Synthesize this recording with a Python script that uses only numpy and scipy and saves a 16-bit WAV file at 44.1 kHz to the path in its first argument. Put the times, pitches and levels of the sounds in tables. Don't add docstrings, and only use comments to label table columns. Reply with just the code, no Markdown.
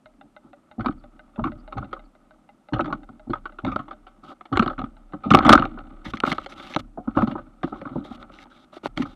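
import sys
import numpy as np
from scipy import signal
from scipy.fft import rfft, irfft
from scipy.io import wavfile
from scipy.ndimage import map_coordinates

SR = 44100
rng = np.random.default_rng(int(sys.argv[2]) if len(sys.argv) > 2 else 0)


def file_out(sig):
    cols = np.atleast_2d(sig).T
    lim = np.clip(cols, -1, 1)
    pcm = np.round(lim * 32767).astype(np.int16)
    wavfile.write(sys.argv[1], SR, pcm)


def volts_from_db(level):
    exponent = np.asarray(level, float) / 20
    return 10 ** exponent


N = 403515

# (time [s], housing ring peak [dB], mount [dB re housing], treble [dB re housing], contact t60 [s])
KNOCK_BLOWS = [(0.794, -29, -1, -17.5, 0.045), (0.806, -24, -30, -15, 0.054), (0.845, -29, 1, -15.5, 0.085),
               (0.859, -15, -24.5, -13.5, 0.047), (0.883, -19.5, -23, -15.5, 0.027),
               (0.908, -35, -13, -10.5, 0.017), (0.924, -45, -8, -3, 0.031), (1.392, -27, 5, -23, 0.049),
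               (1.44, -16.5, -21, -12.5, 0.034), (1.453, -24, -11, -15, 0.048),
               (1.469, -25, -13, -17, 0.074), (1.724, -29.5, -4.5, -9.5, 0.046),
               (1.769, -30, 5.5, -15, 0.093), (1.781, -23.5, -23, -7.5, 0.021),
               (1.825, -27, -6, -31, 0.044), (1.929, -21.5, -4, -12.5, 0.046),
               (1.963, -34.5, -6, -39, 0.046), (2.734, -22, 1.5, -6, 0.065), (2.759, -28, 3.5, -16, 0.096),
               (2.785, -39, 0, -2, 0.018), (2.793, -14, -1.5, -25, 0.045), (2.807, -26, -1, 0.5, 0.027),
               (2.844, -27.5, -23, -14, 0.041), (2.857, -28, -10, -7, 0.046), (2.875, -33, 4, -12, 0.092),
               (2.902, -31, 1.5, -20, 0.058), (2.926, -15, -9, -13.5, 0.036),
               (3.089, -37, -3.5, -15.5, 0.032), (3.301, -35.5, -8, -7, 0.066),
               (3.333, -16.5, -9, -14, 0.039), (3.353, -29, -2, -21, 0.053), (3.455, -22.5, -8, -13, 0.043),
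               (3.492, -36, -11, -28, 0.023), (3.586, -26.5, -7.5, -13, 0.054), (3.648, -27, 6, 0, 0.026),
               (3.664, -26.5, -3, -9, 0.048), (3.674, -24, -11, -14.5, 0.15), (3.716, -24, -9, -10, 0.097),
               (3.76, -13.5, -4, -13.5, 0.018), (3.789, -28.5, -5.5, -11, 0.1),
               (3.881, -38.5, 2.5, -9, 0.07), (3.909, -26.5, -8.5, -14.5, 0.055),
               (4.066, -39.5, -1, -6.5, 0.095), (4.317, -32.5, -6, -17, 0.011),
               (4.409, -33, -4.5, -10.5, 0.037), (4.454, -41.5, 3, -1, 0.05),
               (4.526, -17.5, -6, -17.5, 0.075), (4.554, -19.5, -12, -14, 0.093),
               (4.572, -10.5, -2, -2, 0.021), (4.594, -5.5, -15, -9, 0.024),
               (4.623, -14.5, -1, -12.5, 0.073), (4.661, -20.5, 1, -9, 0.015),
               (4.677, -15, -33, -11, 0.024), (4.696, -24, -4, -18, 0.099), (4.732, -33, -4, -17, 0.02),
               (4.78, -26, -14, -12.5, 0.021), (4.789, -24, -3, -9, 0.055), (4.816, -26.5, -1, -11, 0.018),
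               (4.841, -26.5, -14, -12, 0.024), (5.134, -29, 0.5, -18, 0.067), (5.234, -27, -6, -14, 0.33),
               (5.305, -18, 5, 4, 0.031), (5.311, -1.5, -27, -24, 0.014), (5.319, -12.5, -5, -6.5, 0.026),
               (5.337, -8.5, -7, -3, 0.028), (5.347, 4, -1.5, -7.5, 0.015), (5.371, -11.5, -19, -8, 0.0067),
               (5.388, -13.5, 2, 1.5, 0.013), (5.406, -13.5, -23, -31, 0.028), (5.426, -23, -23, -5, 0.015),
               (5.449, -11, -24, -8.5, 0.049), (5.465, -16, 3.5, 2, 0.035), (5.479, -10, 3, -18, 0.023),
               (5.492, 3, -2.5, -5.5, 0.025), (5.502, -6.5, 2.5, -7, 0.014),
               (5.518, -3, -20.5, -14.5, 0.015), (5.527, 1, -1, -1, 0.025), (5.533, 4, -28, -4, 0.012),
               (5.551, -0.5, -24, -16, 0.01), (5.577, -6.5, -29, -13, 0.018),
               (5.596, -19.5, -11, -2.5, 0.015), (5.623, -12, -16, -15, 0.015),
               (5.641, -19.5, -25, -32, 0.016), (5.653, -23, 3.5, -4, 0.021),
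               (5.774, -32, -2.5, -34, 0.047), (5.789, -37.5, -3, -1.5, 0.018), (6.052, -36, 5, 7, 0.12),
               (6.136, -19.5, -22, -7.5, 0.021), (6.171, -37.5, -7, 11, 0.025),
               (6.202, -30.5, -2, 15.5, 0.011), (6.236, -8.5, -2.5, -16, 0.0063),
               (6.251, -21, -9, -4, 0.019), (6.274, -17.5, 0, -26, 0.0078), (6.317, -19, -10, 6.5, 0.025),
               (6.326, -20.5, -1.5, 4, 0.021), (6.382, -18, -6.5, -7, 0.0096), (6.461, -34, 5, 6.5, 0.029),
               (6.522, -38, -3, 5, 0.03), (6.597, -33.5, -5, 1, 0.046), (6.738, -40, -3, 15.5, 0.016),
               (6.746, -37, 4.5, 16, 0.021), (6.762, -13.5, 1.5, -1, 0.018), (6.974, -41, 14.5, -35, 0.099),
               (7.075, -26, -12, -26, 0.066), (7.172, -14.5, 0, -18, 0.05), (7.186, -17, 1, -23, 0.043),
               (7.206, -21, -4, -27, 0.027), (7.22, -19, 0, -17, 0.046), (7.273, -22.5, -3.5, -13.5, 0.052),
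               (7.312, -31.5, -2.5, -4.5, 0.053), (7.353, -27, 6, -41, 0.05),
               (7.379, -30.5, -1.5, -20, 0.087), (7.631, -24.5, 2.5, -2.5, 0.018),
               (7.636, -22, -14, -9, 0.049), (7.675, -34.5, 2.5, -34.5, 0.02),
               (7.723, -27.5, 1.5, -37, 0.069), (7.756, -36.5, 1, -22, 0.049), (7.814, -35, 6.5, -2, 0.033),
               (7.853, -25, -8, -22, 0.028), (7.873, -28, -20, -29, 0.032), (7.958, -44, 20, -39, 0.039),
               (8.049, -44, 10.5, -15.5, 0.024), (8.111, -39, 3, -24, 0.1), (8.227, -35, -21, 1, 0.0092),
               (8.338, -43.5, -12, 1.5, 0.024), (8.387, -45.5, -6.5, 11.5, 0.026),
               (8.456, -50.5, 9.5, -3, 0.012), (8.467, -52, 9, -3, 0.01), (8.511, -43, -13.5, -18, 0.078),
               (8.726, -42.5, 2, -21, 0.085), (8.767, -44.5, 14.5, 2, 0.011), (8.834, -45, 15.5, -1, 0.02),
               (8.858, -22, 10, -3, 0.0046), (8.975, -24.5, 0.5, 8, 0.015),
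               (9.02, -26.5, -23.5, 1.5, 0.043), (9.052, -31.5, -2, -37, 0.056)]
# (time [s], frame ring peak [dB], push t60 [s])
JOLTS = [(0.18, -47.5, 0.084), (0.235, -44.5, 0.18), (0.44, -43, 0.41), (0.78, -22, 0.22),
         (0.859, -17, 0.092), (0.887, -15, 0.039), (1.379, -20.5, 0.17), (1.443, -18, 0.14),
         (1.754, -27.5, 0.064), (1.798, -32, 0.28), (2.723, -16, 0.083), (2.79, -20.5, 0.24),
         (2.844, -24.5, 0.63), (2.9, -25, 0.22), (3.091, -35, 0.13), (3.269, -28, 0.091),
         (3.296, -17.5, 0.064), (3.633, -22, 0.46), (3.673, -20, 0.038), (3.759, -21.5, 0.014),
         (3.791, -29, 0.028), (4.517, -17, 0.13), (4.594, -9.5, 0.053), (4.66, -19.5, 0.09),
         (4.779, -25, 0.18), (4.836, -21.5, 0.011), (5.134, -26.5, 0.07), (5.257, -15, 0.1),
         (5.309, -5.5, 0.1), (5.342, -1, 0.064), (5.454, -5, 0.093), (5.495, -2, 0.086), (5.551, -7, 0.015),
         (5.592, -9.5, 0.029), (6.056, -26, 0.091), (6.135, -19.5, 0.026), (6.234, -18, 0.015),
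         (6.27, -20, 0.019), (6.314, -19, 0.029), (6.761, -14, 0.01), (6.977, -28.5, 0.069),
         (7.074, -14.5, 0.046), (7.164, -9, 0.11), (7.228, -10, 0.039), (7.273, -18.5, 0.036),
         (7.312, -23.5, 0.078), (7.356, -34, 0.14), (7.636, -12, 0.042), (7.72, -28, 0.11),
         (7.816, -32, 0.046), (7.857, -27, 0.049), (7.908, -28.5, 0.15), (7.956, -19, 0.13),
         (8.107, -28.5, 0.085), (8.856, -30, 0.025), (8.971, -20, 0.045), (8.995, -14, 0.098),
         (9.03, -25, 0.039)]
# (time [s], boom peak [dB], handlebar swing peak before the grip's waver [dB])
STEP_LANDINGS = [(0.029, -61, -62), (0.781, -25.5, -45.5), (1.38, -24, -40.5), (1.756, -24.5, -50.5),
                 (2.726, -21.5, -42.5), (3.279, -30, -44.5), (3.633, -26.5, -47.5), (4.522, -21.5, -38),
                 (4.779, -35, -56), (5.309, -23, -41.5), (5.496, -18, -35), (6.06, -33, -47.5),
                 (6.759, -36, -45), (7.165, -22.5, -49), (7.639, -53, -54), (7.96, -50.5, -50),
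                 (8.861, -42, -47.5)]
# (frequency [Hz], relative gain [dB], t60 [s])
DEEP_MODES = [(45.4, 2.5, 0.075), (74, -1.5, 0.27), (100, -0.5, 0.15), (127, 2, 0.085)]
FRAME_MODES = [(172, -10, 0.085), (151, -7.5, 0.053), (205.9, -7, 0.15), (242, -2, 0.083),
               (294.9, -3, 0.098), (328.8, -11, 0.2)]
MOUNT_MODES = [(345.3, -4, 0.041), (547.6, -8.5, 0.13), (615.7, -9, 0.09), (757, -3.5, 0.053),
               (833, -5.5, 0.014)]
HOUSING_MODES = [(1098, -3, 0.02), (1134, 0, 0.028), (1262, 3, 0.025), (1341.4, 0, 0.023),
                 (1495, -8.5, 0.052), (1407, -15.5, 0.012)]
SKIN_MODES = [(1720, 0, 0.0037), (2212, 2.5, 0.0079), (2825, 0, 0.0058), (3210, -0.5, 0.0039),
              (3600, -3, 0.011), (4270, -10.5, 0.0078)]
EDGE_MODES = [(5010, 4.5, 0.008), (6030, 3.5, 0.01), (7200, -4, 0.0055), (8800, -5.5, 0.00094),
              (10800, -6, 0.002)]


def rms_one(x):
    return x / np.sqrt(np.mean(x ** 2) + 1e-20)


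def cut(x, low_hz, high_hz):
    return signal.sosfilt(signal.butter(4, [low_hz, high_hz], "band", fs=SR, output="sos"), x)


def low_pass(x, hz):
    return signal.sosfilt(signal.butter(2, hz, fs=SR, output="sos"), x)


def clumped(clump_db, clump_hz):
    return volts_from_db(clump_db * rms_one(low_pass(rng.standard_normal(N), clump_hz)))


def ring(force, modes, spread_db=0):
    out = 0
    chance = rng.standard_normal((len(force), len(modes)))
    for k, (hz, level_db, t60_s) in enumerate(modes):
        r = volts_from_db(-60 / (t60_s * SR))
        w = 2 * np.pi * hz / SR
        gain = (-1) ** k * volts_from_db(level_db + spread_db * chance[:, [k]]) * np.sqrt(1 - r * r)
        resonator = [1, -2 * r * np.cos(w), r * r]
        out = out + gain * signal.lfilter([0, np.sin(w)], resonator, force + 1e-18)
    return out


def contacts(t60_s, rise_s, tick, rattle_db, linger):
    t = np.arange(SR // 5) / SR
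    t60_s = np.clip(t60_s, .002, .3)[:, None]
    force = (1 - np.exp(-t / rise_s)) * volts_from_db(-60 * t / t60_s) * rng.standard_normal((len(t60_s), len(t)))
    grains = rng.standard_normal(force.shape) * (rng.random(force.shape) < 600 / SR)
    force += volts_from_db(rattle_db - 60 * t / (linger * t60_s)) * grains
    force[:, 0] = tick
    return force


def retuned(rows, spread):
    row, i = np.indices(rows.shape)
    speed = rng.normal(1, spread, (len(rows), 1))
    return map_coordinates(rows, [row, i * speed], order=3)


def gripped(rows, t60_s):
    return rows * volts_from_db(-60 * np.arange(rows.shape[-1]) / SR / t60_s[:, None])


def place(times_s, peak_db, rows):
    out = np.zeros(N + rows.shape[1])
    rows = rows * (volts_from_db(peak_db) / np.abs(rows).max(axis=1))[:, None]
    for s, row in zip(times_s, rows):
        out[round(s * SR):][:len(row)] += row
    return out[:N]


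def knocks():
    sharp_t60_s = 0.014
    soft_treble = 0.4
    s, peak_db, mount_db, treble_db, t60_s = np.transpose(KNOCK_BLOWS)
    tick = 21.0 * np.sqrt(sharp_t60_s / t60_s)
    force = contacts(t60_s, rise_s=0.001, tick=tick, rattle_db=1.5, linger=4.0)[:, :SR // 8]
    gritty = force * np.r_[soft_treble, np.ones(force.shape[1] - 1)]
    top_db = 1.22 * (peak_db + treble_db) + 0.17 * treble_db - 16.5
    # modes, force, peak [dB], strength spread [dB], band [Hz]
    groups = [(HOUSING_MODES, force, peak_db, 2.8, 700, 1900),
              (MOUNT_MODES, force, peak_db + mount_db, 4.5, 300, 1200),
              (SKIN_MODES, gritty, peak_db + treble_db, 3.5, 1500, 5000),
              (EDGE_MODES, gritty, top_db, 5.0, 4000, 12500)]
    out = 0
    for modes, push, db, spread_db, low_hz, high_hz in groups:
        soft_push = cut(push, 100, 9000)
        rung = retuned(ring(soft_push, modes, spread_db), spread=0.025)
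        out = out + place(s, db, gripped(cut(rung, low_hz, high_hz), 4.0 * t60_s))
    return out


def thuds():
    s, peak_db, t60_s = np.transpose(JOLTS)
    force = contacts(t60_s, rise_s=0.013, tick=9.0, rattle_db=4.0, linger=6.0)
    force = cut(force, 15, 1490)
    # modes, peak [dB], band [Hz]
    groups = [(FRAME_MODES, peak_db, 85, 600),
              (DEEP_MODES, peak_db - 18.5, 30, 200),
              (MOUNT_MODES, peak_db - 12.5, 300, 1500)]
    out = 0
    for modes, db, low_hz, high_hz in groups:
        rung = retuned(ring(force, modes, spread_db=3.0), spread=0.05)
        out = out + place(s, db, gripped(cut(rung, low_hz, high_hz), 2.6 * t60_s))
    return out


def booms():
    s, boom_db, _ = np.transpose(STEP_LANDINGS)
    t60_s = np.full(len(s), 0.2)
    force = contacts(t60_s, rise_s=0.0016, tick=5.8, rattle_db=1.5, linger=5.3)
    rung = cut(ring(force, DEEP_MODES, spread_db=-0.5), 32, 280)
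    return place(s, boom_db, gripped(rung, 23.0 * t60_s))


def sway(mean_hz=32.72, rise_s=0.14, t60_s=1.5):
    s, _, peak_db = np.transpose(STEP_LANDINGS)
    t = np.arange(SR) / SR
    hz = mean_hz * rng.normal(1, 0.044, (len(s), 1))
    swings = (1 - np.exp(-t / rise_s)) * volts_from_db(-60 * t / t60_s) * np.sin(2 * np.pi * hz * t)
    return place(s, peak_db, swings) * clumped(clump_db=2.5, clump_hz=8)


def freewheel():
    # (time [s], peak [dB])
    ticks = [(0.058, -36.5), (0.211, -37), (0.364, -35), (0.531, -38), (0.713, -38.5), (1.039, -40),
             (1.193, -36.5), (1.359, -36.5), (1.519, -32.5), (1.677, -34.5), (1.844, -38), (1.993, -39.5),
             (2.151, -45), (2.308, -41), (2.49, -40), (2.686, -36.5), (3.032, -38.5), (3.195, -40.5),
             (3.522, -41.5), (3.93, -39), (4.967, -42.5), (5.123, -41)]
    # (frequency [Hz], relative gain [dB], t60 [s])
    pawl_modes = [(600, 7, 0.12), (809, 2.5, 0.063), (1264, -1, 0.029), (1485, -0.5, 0.026),
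                  (2030, -6, 0.036), (2760, -10, 0.014), (3670, -10.5, 0.014), (4190, -17.5, 0.0037)]
    s, peak_db = np.transpose(ticks)
    force = contacts(np.full(len(s), 0.035), rise_s=0.0012, tick=9.0, rattle_db=-13.5, linger=1.4)
    rung = retuned(ring(force, pawl_modes, spread_db=1.8), spread=0.025)
    return place(s, peak_db, cut(rung, 400, 4700))


def rattle_level(s, db, t60_s):
    blows = np.full(N, 1e-18)
    np.add.at(blows, (s * SR).astype(int), volts_from_db(db))
    level = signal.lfilter([1], [1, -volts_from_db(-60 / (t60_s * SR))], blows)
    return low_pass(level, 60)


def rubbing(slips_per_s=2500, grain_db=2.2, grit_share=0.45):
    # (time [s], level [dB])
    rolling_curve = [(0.0, -75.5), (1.91, -58.5), (2.16, -72), (3.82, -64), (4.3, -70.5), (4.64, -69.5),
                     (5.17, -64.5), (5.48, -28.5), (5.58, -41), (5.76, -53), (6.06, -59.5), (6.24, -55.5),
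                     (6.6, -60.5), (6.88, -78), (7.21, -46), (7.59, -66.5), (7.85, -51.5), (8.87, -70),
                     (9.15, -73)]
    rolling = volts_from_db(np.interp(np.arange(N) / SR, *np.transpose(rolling_curve)))
    thud_s, thud_db = np.transpose(JOLTS)[:2]
    knock_s, knock_db = np.transpose(KNOCK_BLOWS)[:2]
    frame = rolling * volts_from_db(4) + rattle_level(thud_s, thud_db - 28, t60_s=0.48)
    housing = rolling + rattle_level(knock_s, knock_db - 26, t60_s=0.13)
    sizes = volts_from_db(grain_db * np.minimum(rng.exponential(1, N), 5)) * rng.choice([-1, 1], N)
    slips = sizes * (rng.random(N) < slips_per_s / SR) * clumped(clump_db=4.0, clump_hz=52.3)
    slips = slips[None]
    grit = slips * (rng.random(N) < grit_share)
    # modes, force, shake, level [dB], band [Hz]
    layers = [(DEEP_MODES, slips, frame, -7, 45, 200),
              (FRAME_MODES, slips, frame, 0, 110, 500),
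              (MOUNT_MODES, slips, housing, -0.6, 300, 1200),
              (HOUSING_MODES, slips + 1.7 * grit, housing, 0, 700, 1900),
              (SKIN_MODES, grit, housing, -14.5, 1500, 4700)]
    out = 0
    for modes, force, shake, db, low_hz, high_hz in layers:
        out = out + shake * volts_from_db(db) * rms_one(cut(ring(force, modes)[0], low_hz, high_hz))
    return out


def fingers(edge_s=0.012):
    # (start [s], end [s], skin level [dB], top end [dB re skin], housing ring [dB re skin])
    strokes = [(0.423, 0.497, -103.5, -30, 41.6), (4.228, 4.343, -59.5, -35, 11.8),
               (5.488, 5.573, -46.5, -5.5, 1), (6.042, 6.118, -46.5, -13.5, 1), (6.129, 6.17, -50, -22, 1),
               (6.253, 6.334, -38, -26, 1), (6.338, 6.457, -55, -27, 1.3), (6.484, 6.548, -49.5, -12, 2.1),
               (6.551, 6.701, -51.5, -31, 1.3), (6.691, 6.742, -46, -15, 0.79),
               (6.782, 6.809, -39.5, -16.5, 0.84), (7.149, 7.25, -54.5, -35, 17.6),
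               (7.265, 7.338, -64, -26, 19), (7.353, 7.4, -75, -12, 10), (7.635, 7.729, -66, -33.5, 5),
               (7.741, 7.81, -65.5, -13, 7), (7.855, 7.878, -63, -29, 17), (7.917, 8.018, -71.5, -23, 19),
               (8.034, 8.166, -57.5, -34, 3.7), (8.189, 8.236, -61, -34, 11.4),
               (8.311, 8.396, -61, -13, 3.5), (8.389, 8.447, -54, -16.5, 0.88),
               (8.495, 8.658, -64, -17.5, 1.4), (8.72, 8.791, -54, -20, 1.3), (8.829, 8.881, -42, -25, 1.1),
               (8.962, 9.042, -48.5, -16, 1.6), (9.046, 9.147, -57, -23, 4.5)]
    t = np.arange(N) / SR
    skin_gain, top_gain, housing_gain, rasp_gain = np.zeros((4, N))
    for start_s, end_s, level_db, top_db, housing_db in strokes:
        on = np.clip(np.minimum(t - start_s, end_s - t) / edge_s, 0, 1)
        skin_gain += on * volts_from_db(level_db)
        top_gain += on * volts_from_db(level_db + top_db)
        housing_gain += on * volts_from_db(level_db + housing_db)
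        rasp_gain += on * volts_from_db(0.45 * level_db - 37)
    pressure = clumped(clump_db=2.5, clump_hz=200) * clumped(clump_db=2.5, clump_hz=26)
    friction = rng.standard_normal((2, 1, N)) * pressure
    friction += rng.standard_normal(N) * 6.0 * (rng.random(N) < 250 / SR)
    body_force, fine_force = friction
    skin = 0
    for mode in SKIN_MODES:
        skin = skin + ring(body_force, [mode])[0] * clumped(clump_db=4.0, clump_hz=12)
    housing, mount, frame = [rms_one(ring(body_force, modes)[0])
                             for modes in (HOUSING_MODES, MOUNT_MODES, FRAME_MODES)]
    body = housing + volts_from_db(-1.5) * mount + volts_from_db(-4.0) * frame
    rasp = rms_one(cut(fine_force[0], 3200, 4000))
    top = clumped(clump_db=3.0, clump_hz=25) * cut(ring(fine_force, EDGE_MODES)[0], 3100, 13000)
    return skin_gain * rms_one(skin) + housing_gain * body + rasp_gain * rasp + top_gain * rms_one(top)


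def bird(length_s=0.045):
    # (time [s], peak [dB], start pitch [Hz], glide [Hz])
    chirps = [(0.973, -65, 4650, -300), (1.579, -61, 4530, 301), (2.03, -66, 4600, -200)]
    s, peak_db, start_hz, glide_hz = np.transpose(chirps)
    t = np.arange(round(length_s * SR)) / SR
    hz = start_hz[:, None] + glide_hz[:, None] * t / length_s
    blur = low_pass(rng.standard_normal(hz.shape), 200)
    tone = np.sin(2 * np.pi * np.cumsum(hz, axis=1) / SR)
    return place(s, peak_db, blur * np.sin(np.pi * t / length_s) * tone)


def hiss(level_db=-62):
    # (frequency [Hz], relative density [dB per Hz])
    hiss_colour = [(60, -28.5), (234, 1.5), (460, -16.5), (600, -9.5), (1500, -24), (5000, -35.5),
                   (8500, -37), (12000, -39), (14000, -64.5)]
    hz, density_db = np.transpose(hiss_colour)
    grid_hz = np.fft.rfftfreq(N, 1 / SR) + 1
    colour = volts_from_db(np.interp(np.log(grid_hz), np.log(hz), density_db))
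    return volts_from_db(level_db) * rms_one(irfft(rfft(rng.standard_normal(N)) * colour, N))


def whine():
    # (frequency [Hz], rms level [dB])
    whine_tones = [(7531, -99), (8306, -92)]
    return sum(volts_from_db(db) * rms_one(cut(rng.standard_normal(N), hz - 60, hz + 60)) for hz, db in whine_tones)


def scene():
    blows = knocks() + thuds() + booms() + sway() + freewheel()
    friction = rubbing() + fingers()
    background = bird() + hiss() + whine()
    return (blows + friction + background)[None]


def roll_off(x):
    return signal.sosfilt(signal.butter(12, 15660, fs=SR, output="sos"), x)


def record(dry):
    clipped = np.clip(dry, -1, 1)
    mix = low_pass(clipped, 13000)
    return roll_off(mix)


dry = scene()
out = record(dry)
file_out(out)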